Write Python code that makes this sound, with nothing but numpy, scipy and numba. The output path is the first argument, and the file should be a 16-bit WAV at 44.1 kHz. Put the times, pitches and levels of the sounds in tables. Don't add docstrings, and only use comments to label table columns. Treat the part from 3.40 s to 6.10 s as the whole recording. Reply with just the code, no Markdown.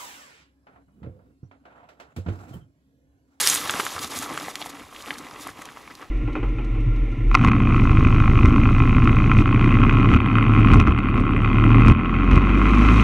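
import sys
import numpy as np
from scipy import signal
from scipy.fft import rfft, irfft, next_fast_len
from scipy.io import wavfile
from scipy.ndimage import uniform_filter1d
from numba import njit

SR = 44100
rng = np.random.default_rng(int(sys.argv[2]) if len(sys.argv) > 2 else 0)


def int16_out(signal):
    q = np.round(np.clip(np.atleast_2d(signal).T, -1, 1) * 32767)
    wavfile.write(sys.argv[1], SR, q.astype(np.int16))


def invert_db(x):
    u = np.asarray(x, float) / 20
    return 10 ** u


N = 119070
TIME_S = np.arange(N) / SR


def unit(x):
    return x / np.sqrt(np.mean(x ** 2))


def read(table, hz):
    points = np.array(table, float)
    return np.interp(np.log(np.maximum(hz, 1)), np.log(points[:, 0]), points[:, 1])


def colour(x, gain):
    size = next_fast_len(N + 4096)
    hz = np.arange(size // 2 + 1) * SR / size
    return irfft(rfft(x, size) * gain(hz), size)[..., :N]


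def noise(table):
    return colour(rng.standard_normal(N), lambda f: invert_db(read(table, f)))


def walk(rate_hz):
    hold = int(SR / rate_hz)
    steps = np.repeat(rng.standard_normal(400), hold)[:N + hold]
    return unit(uniform_filter1d(uniform_filter1d(steps, hold), hold)[:N])


@njit
def grains(start_s, hz, cycles, gain, pan, rate, size):
    out = np.zeros((2, size))
    for k in range(len(start_s)):
        turn = np.exp((2j * np.pi - 2.3 / cycles[k]) * hz[k] / rate)
        swell = np.exp(-3 * hz[k] / rate)
        z, unswelled, i = 1. + 0j, 1., int(start_s[k] * rate)
        while z.real * z.real + z.imag * z.imag > 2e-4 and i < size:
            sample = gain[k] * (1 - unswelled) * z.imag
            out[0, i] += (1 + pan[k]) * sample
            out[1, i] += (1 - pan[k]) * sample
            z, unswelled, i = z * turn, unswelled * swell, i + 1
    return out


def crackle(per_s, lo_hz, hi_hz, cycles, spread_db, table):
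    gap, pitch, size, side, length = rng.random((5, 20000))
    start_s = np.cumsum(-np.log(1 - gap)) / per_s
    hz = lo_hz * (hi_hz / lo_hz) ** pitch
    gain = invert_db(spread_db * np.minimum(-np.log(1 - size), 2.8)) * hz * np.sign(side - .5)
    pan = 0.04 * (2 * side % 1 * 2 - 1)
    rain = grains(start_s, hz, cycles * (.5 + length), gain, pan, 1. * SR, N)
    return unit(colour(rain, lambda f: invert_db(read(table, f))))


def rings(start_s, hz, cycles, gain):
    start_s, hz, gain = start_s.ravel(), hz.ravel(), gain.ravel()
    still = np.zeros(len(start_s))
    return grains(start_s, hz, still + cycles, gain, still, 1. * SR, N)


def breaks(rows, cycles, gain_db, bright_db, parts, spread_s, spread_oct, fall_db, top_hz):
    s, db, hz = np.array(rows, float).T
    s = s + .0008

    def ring(at, pitch, gain):
        return rings(at, np.minimum(pitch, top_hz), cycles, gain)

    main = ring(s, hz, invert_db(db + gain_db))
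    edge = ring(s + 0.00019, 1.62 * hz, -invert_db(db + bright_db))
    edge = edge + ring(s + 0.00045, 2.7 * hz, invert_db(db + bright_db - 0.5))
    late, step, sign = rng.random((3, len(s), parts))
    late, step, sign = .1 + late, 2 * step - .6, np.sign(sign - .5)
    splinter_hz = hz[:, None] * 2 ** (spread_oct * step)
    splinter_gain = sign * invert_db(db[:, None] - fall_db - 6.3 * late)
    return main + edge + ring(s[:, None] + spread_s * late, splinter_hz, splinter_gain)


def knocks(rows, cycles):
    s, db, hz = np.array(rows, float).T
    return uniform_filter1d(rings(s, hz, cycles, invert_db(db + 2.0)), int(0.002 * SR), axis=1)


# start_s, leaf_db, tread_db
PASS_BY = [(0, -24.5, -40), (.13, -28, -40), (.25, -35.5, -39), (0.448, -39, -44), (.55, -41, -40.5),
           (.8, -40, -44), (.9, -48, -40.5), (1.18, -51, -48.5), (1.34, -54, -46), (1.47, -59.5, -56),
           (1.6, -50.5, -48.5), (1.86, -56, -47), (2.05, -54, -51), (2.3, -57.5, -48), (2.55, -60, -58),
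           (2.7, -66, -62)]
# centre_s, half_length_s, extra_db, tread_share (ratio)
LITTER = [(0.081, 0.019, 5, 0.74), (0.146, 0.007, -0.5, 0.8), (0.365, 0.065, 2, 3.94),
          (0.399, 0.005, 5.5, 1.2), (0.632, 0.017, 7.5, 0.3), (0.691, 0.0094, -9.5, 1),
          (0.764, 0.022, 6.5, 0.75), (0.828, 0.02, 5, 1), (0.987, 0.055, 4, 0.85), (1.101, 0.018, 9, 0.43),
          (1.208, 0.015, 9.5, 0.3), (1.265, 0.014, 9, 0.5), (1.299, 0.0084, 13, 0.42),
          (1.4, 0.0068, 6, 0.45), (1.687, 0.041, 3.5, 1), (1.786, .008, 13, 0.03), (1.817, 0.031, 1.5, 2.5),
          (2.021, 0.029, 11, 0.34), (2.079, 0.031, 3, 2.5), (2.14, 0.017, -4.5, 2),
          (2.218, 0.011, 10.5, 0.5), (2.373, 0.0095, 1, 2.4), (2.627, 0.03, 2, 7), (2.508, 0.01, 3, 4),
          (0.59, 0.0088, 2, .6), (0.697, 0.0094, 3, 0.1)]


def ground():
    s, leaf_db, tread_db = np.array(PASS_BY, float).T
    leaf, tread = np.interp(TIME_S, s, leaf_db), np.interp(TIME_S, s, tread_db)
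    for centre_s, half_s, extra_db, tread_share in LITTER:
        bump = extra_db * np.exp(-((TIME_S - centre_s) / half_s) ** 2)
        leaf, tread = leaf + bump, tread + tread_share * bump
    return leaf, tread


# pitch_hz, level_db (per Hz)
LEAF_TONE = [(530, -38), (900, -0.5), (1710, 5.5), (2900, 2), (3550, 8), (4620, 4), (7000, 5.5), (8800, 1),
             (11200, 4), (15600, -11)]


def leaves(level_db, bounce):
    crush = crackle(5000, 980, 15650, cycles=1.8, spread_db=2, table=LEAF_TONE)
    crush = crush + invert_db(-4.5) * unit(noise(LEAF_TONE))
    flicker_db = 2 * (bounce + walk(70)) / 2
    return crush * invert_db(level_db + flicker_db)


# pitch_hz, level_db (per Hz)
TREAD_TONE = [(80, -10), (200, -13), (290, -9.5), (400, -8.5), (800, -9.5), (1180, -4), (1550, -15),
              (2000, -11), (4500, -25.5)]


def tread(level_db, bounce):
    grind = crackle(2500, 78.7, 6140, cycles=2.18, spread_db=2.5, table=TREAD_TONE)
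    cavity_hz, cavity_width_hz = 288, 19
    hum = unit(colour(grind.mean(0), lambda f: 1 / (1 + 2j * (f - cavity_hz) / cavity_width_hz)))
    side_on_db = -7 * np.exp(-(TIME_S / 0.13) ** 2)
    hum = hum * invert_db(-17.5 + 4.5 * walk(8.1) + side_on_db)
    flicker_db = 2.2 * (bounce + walk(29.7)) / 2
    return (grind + hum) * invert_db(level_db + 3.0 + flicker_db)


def tyres():
    leaf_db, tread_db = ground()
    bounce = walk(46.22)
    return leaves(leaf_db, bounce) + tread(tread_db, bounce)


# pitch_hz, level_db (per Hz)
WOOD_TONE = [(15, -39), (25, -4), (274, 5.5), (433, -4.5), (1140, -1.5), (1570, -12), (1950, -2.5),
             (6000, -17.5), (10600, -29.5), (15500, -27)]


def wood():
    mid, side = noise(WOOD_TONE), noise(WOOD_TONE)
    side = colour(side, lambda f: 0.3 + 0.21 / (1 + (f / 110) ** 2))
    return invert_db(-52.5 + walk(2.74)) * unit(mid + side * np.array([[1], [-1]]))


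def wind():
    x = rng.standard_normal((3, N))
    wind_hz = 73.5
    air = colour(x[:2] + 0.98 * x[2], lambda f: (f / wind_hz) ** 1.6 / (1 + (f / wind_hz) ** 5.9))
    level_db = -65 + 1.5 * TIME_S
    return unit(air) * invert_db(level_db + 1.2 * walk(4.1))


# start_s, level_db (peak), pitch_hz
LEAF_CRACKS = [(0.0122, -5.5, 9400), (0.0725, -1, 5840), (0.0893, -4, 8700), (0.0985, -2.5, 6760),
               (0.1014, -7, 8030), (0.0615, -12, 3970), (0.1245, -11, 8800), (0.1414, -7.5, 10300),
               (0.1485, -7, 8300), (0.151, -13, 6560), (0.1584, -10, 8470), (0.3082, -13, 7100),
               (0.4512, -16, 7600), (0.645, -20, 5540), (0.7881, -15.5, 7300), (0.826, -19.5, 7260),
               (0.9381, -27, 10400), (0.976, -24.5, 7150), (0.998, -27, 5550), (1.1545, -19, 5300),
               (1.6225, -29.5, 5000), (1.739, -30.5, 4500), (1.7825, -32, 4650), (1.91, -36, 5000),
               (2.0093, -31, 6850), (2.0727, -25, 8100), (2.1012, -33, 5730), (2.22, -28.5, 6700),
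               (2.254, -29, 6200), (2.5514, -30.5, 4600)]


def cracks():
    return breaks(LEAF_CRACKS, cycles=6.4, gain_db=0.0, bright_db=-5, parts=7, spread_s=0.002,
                  spread_oct=0.46, fall_db=4, top_hz=11400)


# start_s, level_db (peak), pitch_hz
WHEEL_DROPS = [
    (.06, -40, 95),
    (0.549, -32, 85),
    (0.641, -34, 75),
    (.77, -33, 91),
    (0.819, -35, 101),
    (0.939, -32.5, 139),
    (1.06, -45, 85),
    (1.44, -38, 80.5),
    (1.819, -39, 152),
    (2.1, -38, 102),
]


def jolts():
    return knocks(WHEEL_DROPS, cycles=3.6)


# start_s, level_db (peak), pitch_hz
TWIG_SNAPS = [(0.157, -12, 1860), (0.176, -18, 3410), (0.295, -8, 1580), (0.3385, -11, 1390),
              (0.3985, -6, 1270), (0.4032, -11.5, 2300), (0.465, -9.5, 1410), (0.563, -17.5, 1250),
              (0.642, -20, 1240), (0.721, -20, 1110), (0.824, -20, 1210), (0.975, -10.5, 1330),
              (1.082, -18, 760), (1.155, -17.5, 2210), (1.216, -21.5, 870), (1.222, -20.5, 2170),
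              (1.259, -20.5, 880), (1.299, -35, 1020), (1.526, -28.5, 1160), (1.6595, -25, 2550),
              (1.683, -21, 1190), (1.706, -9, 2000), (1.911, -28, 1270), (1.96, -31, 1060),
              (2.068, -21, 1050), (2.089, -23.5, 1260), (2.19, -29.5, 700), (2.288, -25, 1760),
              (2.371, -24.5, 1060), (2.476, -29, 1070)]


def twigs():
    return breaks(TWIG_SNAPS, cycles=2.21, gain_db=4.0, bright_db=-5.5, parts=6, spread_s=.008,
                  spread_oct=0.64, fall_db=9.5, top_hz=3300)


# start_s, level_db (peak), pitch_hz
ROOT_THUMPS = [(0.205, -25.5, 295), (0.34, -32, 201), (0.346, -23.5, 265), (0.396, -17, 410),
               (0.47, -34.5, 286), (0.598, -25.5, 288), (0.643, -29, 235), (0.76, -27, 257),
               (0.796, -24, 267), (0.836, -26.5, 294), (0.917, -18, 304), (1.02, -26.5, 310),
               (1.086, -41, 229), (1.27, -30, 289), (1.335, -32, 285), (1.385, -39, 288),
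               (1.409, -30.5, 288), (1.43, -36, 290), (1.681, -30.5, 250), (1.775, -32.5, 250),
               (1.8, -28.5, 302), (1.85, -35, 285), (2.002, -33, 288), (2.07, -32.5, 276), (2.19, -32, 300),
               (2.229, -35, 325), (2.28, -39, 278)]


def thumps():
    return knocks(ROOT_THUMPS, cycles=5.7)


# start_s, level_db (peak), pitch_hz
STALK_TICKS = [(.2547, -25, 3280), (.2731, -23, 1620), (.2945, -13.5, 3030), (.49, -23, 3800),
               (.579, -20.5, 1470), (.59, -21.5, 3600), (.6432, -21.5, 3670), (.715, -24, 5500),
               (.9421, -28, 1820), (.9755, -38, 3930), (.9985, -27.5, 3180), (1.0818, -23, 1820),
               (1.1545, -27, 3260), (1.2147, -21, 3170), (1.2235, -22, 3080), (1.5472, -34, 2330),
               (1.5612, -29.5, 2620), (1.5901, -37, 3110), (1.6061, -33, 3070), (1.675, -33, 3800),
               (1.7562, -31, 1860), (1.868, -33.5, 2180), (1.9608, -32, 1980), (2.1648, -49, 2000),
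               (2.1908, -35, 1850), (2.2192, -32.5, 1930), (2.2541, -32.5, 2980), (2.4751, -33, 2220),
               (2.518, -41, 1900), (2.5928, -39.5, 950)]


def stalks():
    return breaks(STALK_TICKS, cycles=2.45, gain_db=6.0, bright_db=-12, parts=3, spread_s=0.00295,
                  spread_oct=0.22, fall_db=-7, top_hz=5000)


def scatter(bike):
    t = np.arange(4410) / SR
    tail = rng.standard_normal((2, 4410)) * invert_db(-60 * t / 0.082) * (t > .002)
    tail = 0.65 * tail[0] + 0.36 * tail
    tail = tail / np.sqrt(np.sum(tail ** 2) / 2)
    return invert_db(-12.5) * signal.fftconvolve(bike, tail, axes=1)[:, :N]


def scene():
    bike = tyres() + cracks() + jolts() + twigs() + thumps() + stalks()
    bike = colour(bike, lambda f: (1j * f / (1j * f + 70)) ** 2)
    return bike + scatter(bike) + wood() + wind()


# pitch_hz, left_minus_right_db
PORT_LEVEL = [(60, 2), (300, 1), (700, 0.4), (2400, -1.3), (4400, 0), (8100, -2), (11000, -2.5), (14000, 0)]
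# pitch_hz, left_lead_rad
PORT_PHASE = [(0, 0), (860, -0.23), (1460, 0.033), (3000, 0.045), (5770, -0.33), (9500, -0.063),
              (15300, -0.1)]


def ports(x):
    sides = np.array([[.5], [-.5]])

    def response(f):
        level = invert_db(sides * read(PORT_LEVEL, f))
        phase = np.exp(1j * sides * read(PORT_PHASE, f))
        return level * phase * (f > 20) / (1 + (f / 15780) ** 400)

    return colour(x, response)


def top_cut(x):
    return signal.sosfilt(signal.butter(12, 15740, fs=SR, output="sos"), x)


def record(dry):
    mix = ports(dry)
    return top_cut(mix)


dry = scene()
out = record(dry)
int16_out(out)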